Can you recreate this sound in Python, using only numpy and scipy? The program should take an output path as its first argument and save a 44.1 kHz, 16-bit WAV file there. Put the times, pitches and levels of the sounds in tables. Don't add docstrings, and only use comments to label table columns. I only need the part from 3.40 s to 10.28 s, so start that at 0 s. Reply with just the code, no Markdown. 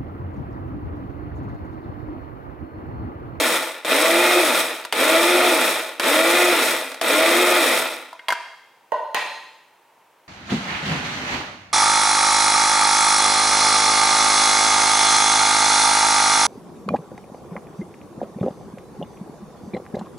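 import sys
import numpy as np
from scipy import signal
from scipy.fft import rfft, irfft
from scipy.io import wavfile
from scipy.ndimage import uniform_filter1d

SR = 44100
rng = np.random.default_rng(int(sys.argv[2]) if len(sys.argv) > 2 else 0)


def store_pcm(level_fs):
    pcm = np.round(np.clip(level_fs, -1, 1) * 32767).astype(np.int16)
    wavfile.write(sys.argv[1], SR, np.atleast_2d(pcm).T)


N = 303390
TIME = np.arange(N) / SR

# (motor on [s], motor off [s])
PRESSES = [(-0.6, -0.05), (0.448, 1.005), (1.525, 2.11), (2.597, 3.115), (3.613, 4.185)]
# (multiple of the turning rate, relative level [dB])
ROTOR_TONES = [(1.41, -40), (2, -30), (3, -33.5), (3.45, -35.5), (4, -26.5), (5, -33), (7, -26), (8, -43),
               (12, -25), (14, -23.5), (20, -33)]
# (centre [Hz], width [Hz], lift [dB])
AIR_RESONANCES = [(258, 17, 3.5), (374, 61, 9), (490, 65, 5), (558, 15.4, 11), (644, 23, 15)]
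# (frequency [Hz], relative level [dB])
HOUSING_COLOUR = [(30, -77), (120, -42), (190, -19.5), (260, -12.5), (410, -3), (520, 2), (780, -4),
                  (1350, -4.5), (1650, -7.5), (2400, -6), (2950, -10.5), (3700, -17), (4500, -15.5),
                  (7000, -29)]
# (centre [Hz], width [Hz], relative level [dB])
HOUSING_RESONANCES = [(269.3, 13.4, 0.5), (333.6, 15, 3.5), (487.5, 19, 3.5), (572, 6.2, -1.5),
                      (640, 14.4, 7), (872.4, 19.7, 4), (1110, 23, -11), (1256, 77, -1), (1401, 69, 1.5),
                      (1750, 17, 0.5), (1970, 150, 0.5), (2090, 20, -26), (2427, 222, -1), (3216, 92, -3.5),
                      (3533, 124, -2.5), (3840, 214, -4.5)]
# (frequency [Hz], relative level [dB])
CUP_COLOUR = [(1500, -34), (4200, -2.5), (5600, -8), (6700, -1.5), (7700, -6), (9000, -15), (11500, -6.5),
              (14000, -4), (16000, -16)]
# (centre [Hz], width [Hz], relative level [dB])
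CUP_RESONANCES = [(5100, 330, 1), (5590, 83, 3.7), (8260, 360, 4.1), (8850, 260, 0.86), (9400, 230, 1.4),
                  (10460, 610, 1)]
# (time [s], ring level [dB], centre of the blow [Hz], crack level [dB], room send [dB])
LID_CONTACTS = [(0.4485, -27, 1810, -25, -17), (1.441, -30, 3530, -32, -16),
                (1.4499, -16, 1200, -19.5, -23), (1.525, -7, 2540, -10, -31), (2.597, -19, 1780, -10, -34),
                (3.517, -24, 2830, -23, -13), (3.544, -46, 2600, -24, -22), (3.613, -12.5, 490, -11, -11),
                (4.729, -20.5, 960, -35, -7), (4.7935, -20.5, 2190, -44, -11), (4.884, -6, 2600, -14, -7),
                (4.890, -3, 1010, -27, -7.5), (4.904, -4, 2200, -17, -6), (4.9231, -2, 1400, -15.5, -25),
                (4.928, -6, 1330, -27, -17)]
# (frequency [Hz], relative level [dB], T60 [s])
LID_MODES = [(472, -9, 0.11), (667, 6, 0.11), (935, -7, 0.026), (982, 8.5, 0.04), (1360, 4, 0.018),
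             (1583, 2, 0.026), (1885, -8.5, 0.03), (2110, -7, 0.052), (2750, -21, 0.04), (2840, -11, 0.028),
             (3260, -1, 0.028), (4660, 8, 0.037), (7200, -19, .02)]
# (frequency [Hz], relative level [dB])
LID_CRACK = [(60, -27), (250, -9.5), (700, 4.5), (2700, -1), (4500, -3), (6000, -10), (11000, -10.5),
             (16000, -23)]
# (time [s], ring level [dB], centre of the blow [Hz], crack level [dB], room send [dB])
COVER_LANDINGS = [(5.5195, -1, 503, -31, 3), (5.7455, -6.5, 1700, -10.5, 3.5)]
# (frequency [Hz], relative level [dB], T60 [s])
COVER_MODES = [(490, -3.5, 0.032), (580, -0.5, 0.039), (618, 2, 0.033), (901.4, -5, 0.15), (1016, -3, 0.08),
               (1490, -6.5, 0.03), (1890, -2.5, 0.04), (2770, -3, 0.018), (4140, -15, 0.39),
               (6430, -3.5, 0.036)]
# (frequency [Hz], relative level [dB])
COUNTER_CRACK = [(50, -34), (110, -8), (250, -5), (700, 3), (1300, -3), (2700, 6), (4500, -4),
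                 (6000, -13.5), (11000, -11.5), (16000, -16)]
# (frequency [Hz], T60 [s])
ROOM_DECAY = [(100, 1.0), (500, 0.73), (1000, 0.77), (4000, 0.94), (8000, 0.86), (15000, 0.65)]
# (frequency [Hz], relative level [dB])
ROOM_TINT = [(100, -15), (1000, 5), (3000, -1.5), (6000, 0), (15000, -14.5)]
# (frequency [Hz], relative level [dB])
ROOM_TONE = [(30, -36), (70, -38), (110, -13), (220, -11.5), (370, -4), (550, -1.5), (720, -2), (930, 4.5),
             (1200, -5), (2400, -9), (4650, -20.5), (16000, -24)]
# (frequency [Hz], gain [dB])
SIDE_GAIN = [(50, -24), (200, -23.5), (700, -11), (1400, -16), (2800, -9), (5500, -5.5), (14000, -5.5)]

MAINS_HZ = 50
LEAP_TURNS_PER_S, LEAP_S, CREEP_TURNS_PER_S, CREEP_S = 145, 0.043, 33, 0.39
DRAG_S, FRICTION_TURNS_PER_S = 0.46, 75
WHIRL_UP_S, CIRCLING_S, DROP_S = 0.073, 0.21, 0.019


def motor():
    turns, powered = np.zeros(N), np.zeros(N)
    for on, off in PRESSES:
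        driven_s = np.clip(TIME - on, 0, off - on)
        coasted_s = np.maximum(TIME - off, 0)
        leap = LEAP_TURNS_PER_S * (1 - np.exp(-driven_s / LEAP_S))
        creep = CREEP_TURNS_PER_S * np.minimum(driven_s / CREEP_S, 1)
        slowing = np.exp(-coasted_s / DRAG_S)
        press_turns = (leap + creep + FRICTION_TURNS_PER_S) * slowing - FRICTION_TURNS_PER_S
        turns = np.maximum(turns, press_turns)
        powered[(TIME > on) & (TIME < off)] = 1
    return turns, powered


def load(full_db, start_db, sag_db, drop_db, fade_db_per_s, fade_db_per_s2):
    gain = np.zeros(N)
    for on, off in PRESSES:
        whirled = np.clip((TIME - on) / WHIRL_UP_S, 0, 1)
        coasted = np.clip((TIME - off) / CIRCLING_S, 0, 1)
        dropped_s = np.clip(TIME - off - CIRCLING_S, 0, 1)
        step_db = drop_db * np.minimum(dropped_s / DROP_S, 1)
        fade_db = fade_db_per_s * dropped_s + fade_db_per_s2 * dropped_s ** 2
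        level_db = full_db + start_db * (1 - whirled) - sag_db * coasted - step_db - fade_db
        gain = np.maximum(gain, (TIME > on) * from_db(level_db))
    return gain


def rattle(turns, speed, throb=0.082, knock_share=0.27, flutter_db=0.9):
    cycle = np.cumsum(turns) / SR
    half_turns = np.floor(2 * cycle + 0.12 * drift(150))
    knocks = np.diff(half_turns, prepend=0) * rng.standard_normal(N) / np.sqrt(turns + 5)
    swing = (1 + throb * np.sin(2 * np.pi * cycle)) * from_db(flutter_db * drift(30))
    impacts_per_s = 500 + 5000 * speed
    mid = knock_share * rms_one(knocks) + swing * grains(impacts_per_s, 1.7)
    side = swing * grains(impacts_per_s, 1.4)
    return stereo(*[rms_one(colour(x, HOUSING_COLOUR, HOUSING_RESONANCES)) for x in (mid, side)])


def flakes(speed, powered, surge=0.19, hiss=0.82, clump_db=1.04, ringing=0.32, decay_s=0.0041):
    surging = 1 + surge * powered * np.sin(4 * np.pi * MAINS_HZ * TIME)
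    swing = surging * from_db(clump_db * drift(25))
    impacts_per_s = 600 + 6000 * speed
    near, far = [swing * (grains(impacts_per_s, 2.7) + hiss * rng.standard_normal(N)) for _ in range(2)]
    mid = near + ringing * scatter(near, decay_s)
    side = scatter(near, decay_s) + 0.7 * far
    return stereo(*[rms_one(colour(x, CUP_COLOUR, CUP_RESONANCES)) for x in (mid, side)])


def scatter(x, decay_s):
    t = TIME[:1024]
    echoes = rng.standard_normal(len(t)) * np.exp(-t / decay_s)
    return signal.fftconvolve(x, echoes / np.linalg.norm(echoes))[:len(x)]


def whir(turns, speed, powered, waver_db=1.93, wobble_rad=0.072, blade_growth=2.54, coasting_db=-7):
    angle = 2 * np.pi * np.cumsum(turns) / SR + wobble_rad * drift(24.6)
    current = uniform_filter1d(powered, size=2205)
    drive = speed ** 3.4 * from_db(coasting_db * (1.5 - current))
    tones = np.zeros(N)
    for multiple, db in ROTOR_TONES:
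        swell_db = sum(lift / (1 + ((multiple * turns - hz) / width) ** 2)
                       for hz, width, lift in AIR_RESONANCES)
        growth = speed ** blade_growth if round(multiple) == 2 else drive
        level = from_db(db + swell_db + waver_db * drift(12.0)) * growth
        tones += level * np.sin(multiple * angle + rng.uniform(0, 2 * np.pi))
    return small_body(tones)


def mains_hum(powered):
    return from_db(-63.5) * uniform_filter1d(powered, size=800) * np.sin(4 * np.pi * MAINS_HZ * TIME)


def blows(contacts, modes, crack_colour, blow_octaves, crack_s, uneven_db, width):
    t = TIME[:SR // 2]
    hz, mode_db, t60 = np.transpose(modes)[:, :, None]
    onset = 1 - np.exp(-t * hz / 0.64)
    waves = np.cos(2 * np.pi * hz * t) * np.exp(-np.log(1000) * t / t60) * onset
    direct, side, sent = np.zeros((3, N))
    for s, ring_db, centre_hz, crack_db, room_db in contacts:
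        reach = 1 / (1 + (np.log2(hz / centre_hz) / blow_octaves) ** 4)
        gains = from_db(mode_db + uneven_db * rng.standard_normal(hz.shape)) * reach
        ringing = small_body(np.sum(rng.choice([-1, 1], hz.shape) * gains * waves, 0))
        ring = from_db(ring_db) * ringing / np.linalg.norm(gains) / 2
        bursts = rng.standard_normal((2, len(t))) * np.exp(-t / crack_s)
        crack, crack_side = [from_db(crack_db) * colour(burst, crack_colour) for burst in bursts]
        click_level = from_db(crack_db + 3.0) * np.sqrt(crack_s * SR / 2)
        room_click = click_level * colour(signal.unit_impulse(len(t)), crack_colour)
        start = round(s * SR)
        span = slice(start, start + len(t))
        direct[span] += ring + crack
        side[span] += crack_side + width * ring
        sent[span] += from_db(room_db) * (ring + room_click)
    return stereo(direct, side), sent


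def kitchen(x):
    t = TIME[:SR * 5 // 4]
    edges, tail = np.geomspace(60, 17000, 13), np.zeros((2, len(t)))
    for low, high in zip(edges, edges[1:]):
        band_filter = signal.butter(2, [low, high], "band", fs=SR, output="sos")
        band = signal.sosfilt(band_filter, rng.standard_normal(tail.shape))
        hz = np.sqrt(low * high)
        decay = np.exp(-np.log(1000) * t / at_hz(ROOM_DECAY, hz))
        tail += band * from_db(at_hz(ROOM_TINT, hz)) * decay
    build_up = 1 - np.exp(-(t / 0.0064) ** 2)
    reflections = stereo(*tail * build_up) / np.sqrt(0.06 * SR)
    return signal.fftconvolve(x[None], reflections, axes=1)[:, :N]


def room_tone(level_db=-57.5):
    tone = stereo(*[rms_one(colour(x, ROOM_TONE)) for x in rng.standard_normal((2, N))])
    return tone * from_db(level_db)


def small_body(x, corner_hz=200):
    return signal.sosfilt(signal.butter(3, corner_hz, "high", fs=SR, output="sos"), x + 1e-18)


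def grains(per_s, spread_db):
    born = rng.random(N) < per_s / SR
    sizes = from_db(spread_db * np.minimum(rng.exponential(1, N), 4)) * rng.choice([-1, 1], N)
    return rms_one(born * sizes / np.sqrt(per_s))


def stereo(mid, side):
    return mid + colour(side, SIDE_GAIN) * np.array([[1], [-1]])


def colour(x, spectrum, modes=(), size=8192):
    hz = np.maximum(np.arange(size // 2 + 1) * SR / size, 1)
    power = from_db(at_hz(spectrum, hz)) ** 2
    for centre, width, db in modes:
        power = power + from_db(db) ** 2 / (1 + ((hz - centre) / width) ** 2) ** 2
    cepstrum = irfft(np.log(power) / 2)[:size // 2]
    cepstrum[0] /= 2
    impulse = irfft(np.exp(rfft(2 * cepstrum, size)))
    return signal.fftconvolve(x, impulse)[:len(x)]


def drift(rate_hz):
    r = np.exp(-80 * np.pi * rate_hz / SR)
    noise = rng.standard_normal(N // 40 + 2002)
    slow = signal.lfilter([1], [1, -2 * r, r * r], noise)[2000:]
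    return np.interp(np.arange(N) / 40, np.arange(len(slow)), rms_one(slow))


def at_hz(points, hz):
    f, value = np.transpose(points)
    return np.interp(np.log(np.maximum(hz, 1)), np.log(f), value)


def rms_one(x):
    return x / np.sqrt(np.mean(x ** 2) + 1e-20)


def from_db(db):
    return 10 ** (np.asarray(db) / 20)


def scene():
    turns, powered = motor()
    speed = turns / turns.max()
    grind = rattle(turns, speed) * load(full_db=-18.0, start_db=-7.5, sag_db=1.6, drop_db=2.5,
                                        fade_db_per_s=51, fade_db_per_s2=109)
    grind += flakes(speed, powered) * load(full_db=-26.5, start_db=-11.0, sag_db=0.15, drop_db=3.0,
                                           fade_db_per_s=49.5, fade_db_per_s2=200)
    tones = whir(turns, speed, powered)
    clicks, clicks_sent = blows(LID_CONTACTS, LID_MODES, LID_CRACK, blow_octaves=0.44,
                                crack_s=0.0065, uneven_db=1.0, width=0.12)
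    knocks, knocks_sent = blows(COVER_LANDINGS, COVER_MODES, COUNTER_CRACK, blow_octaves=1.4,
                                crack_s=0.0031, uneven_db=0.2, width=-2.5)
    grinder_sent = from_db(-9) * tones + from_db(-13) * grind.mean(0)
    room = kitchen(clicks_sent + knocks_sent + grinder_sent)
    grinder = (grind + tones + mains_hum(powered)) * from_db([[0.15], [-0.15]])
    return grinder + clicks + knocks + room + room_tone()


def record(dry):
    ceiling_db, release_db_per_s, cutoff_hz = -4.5, 110, 15900
    over_db = np.maximum(20 * np.log10(np.abs(dry).max(0) + 1e-9) - ceiling_db, 0)
    held_db = np.maximum.accumulate(over_db + release_db_per_s * TIME) - release_db_per_s * TIME
    limited = dry * from_db(-uniform_filter1d(held_db, size=24))
    return signal.sosfilt(signal.ellip(10, 0.3, 80, cutoff_hz, fs=SR, output="sos"), limited)


dry = scene()
out = record(dry)
store_pcm(out)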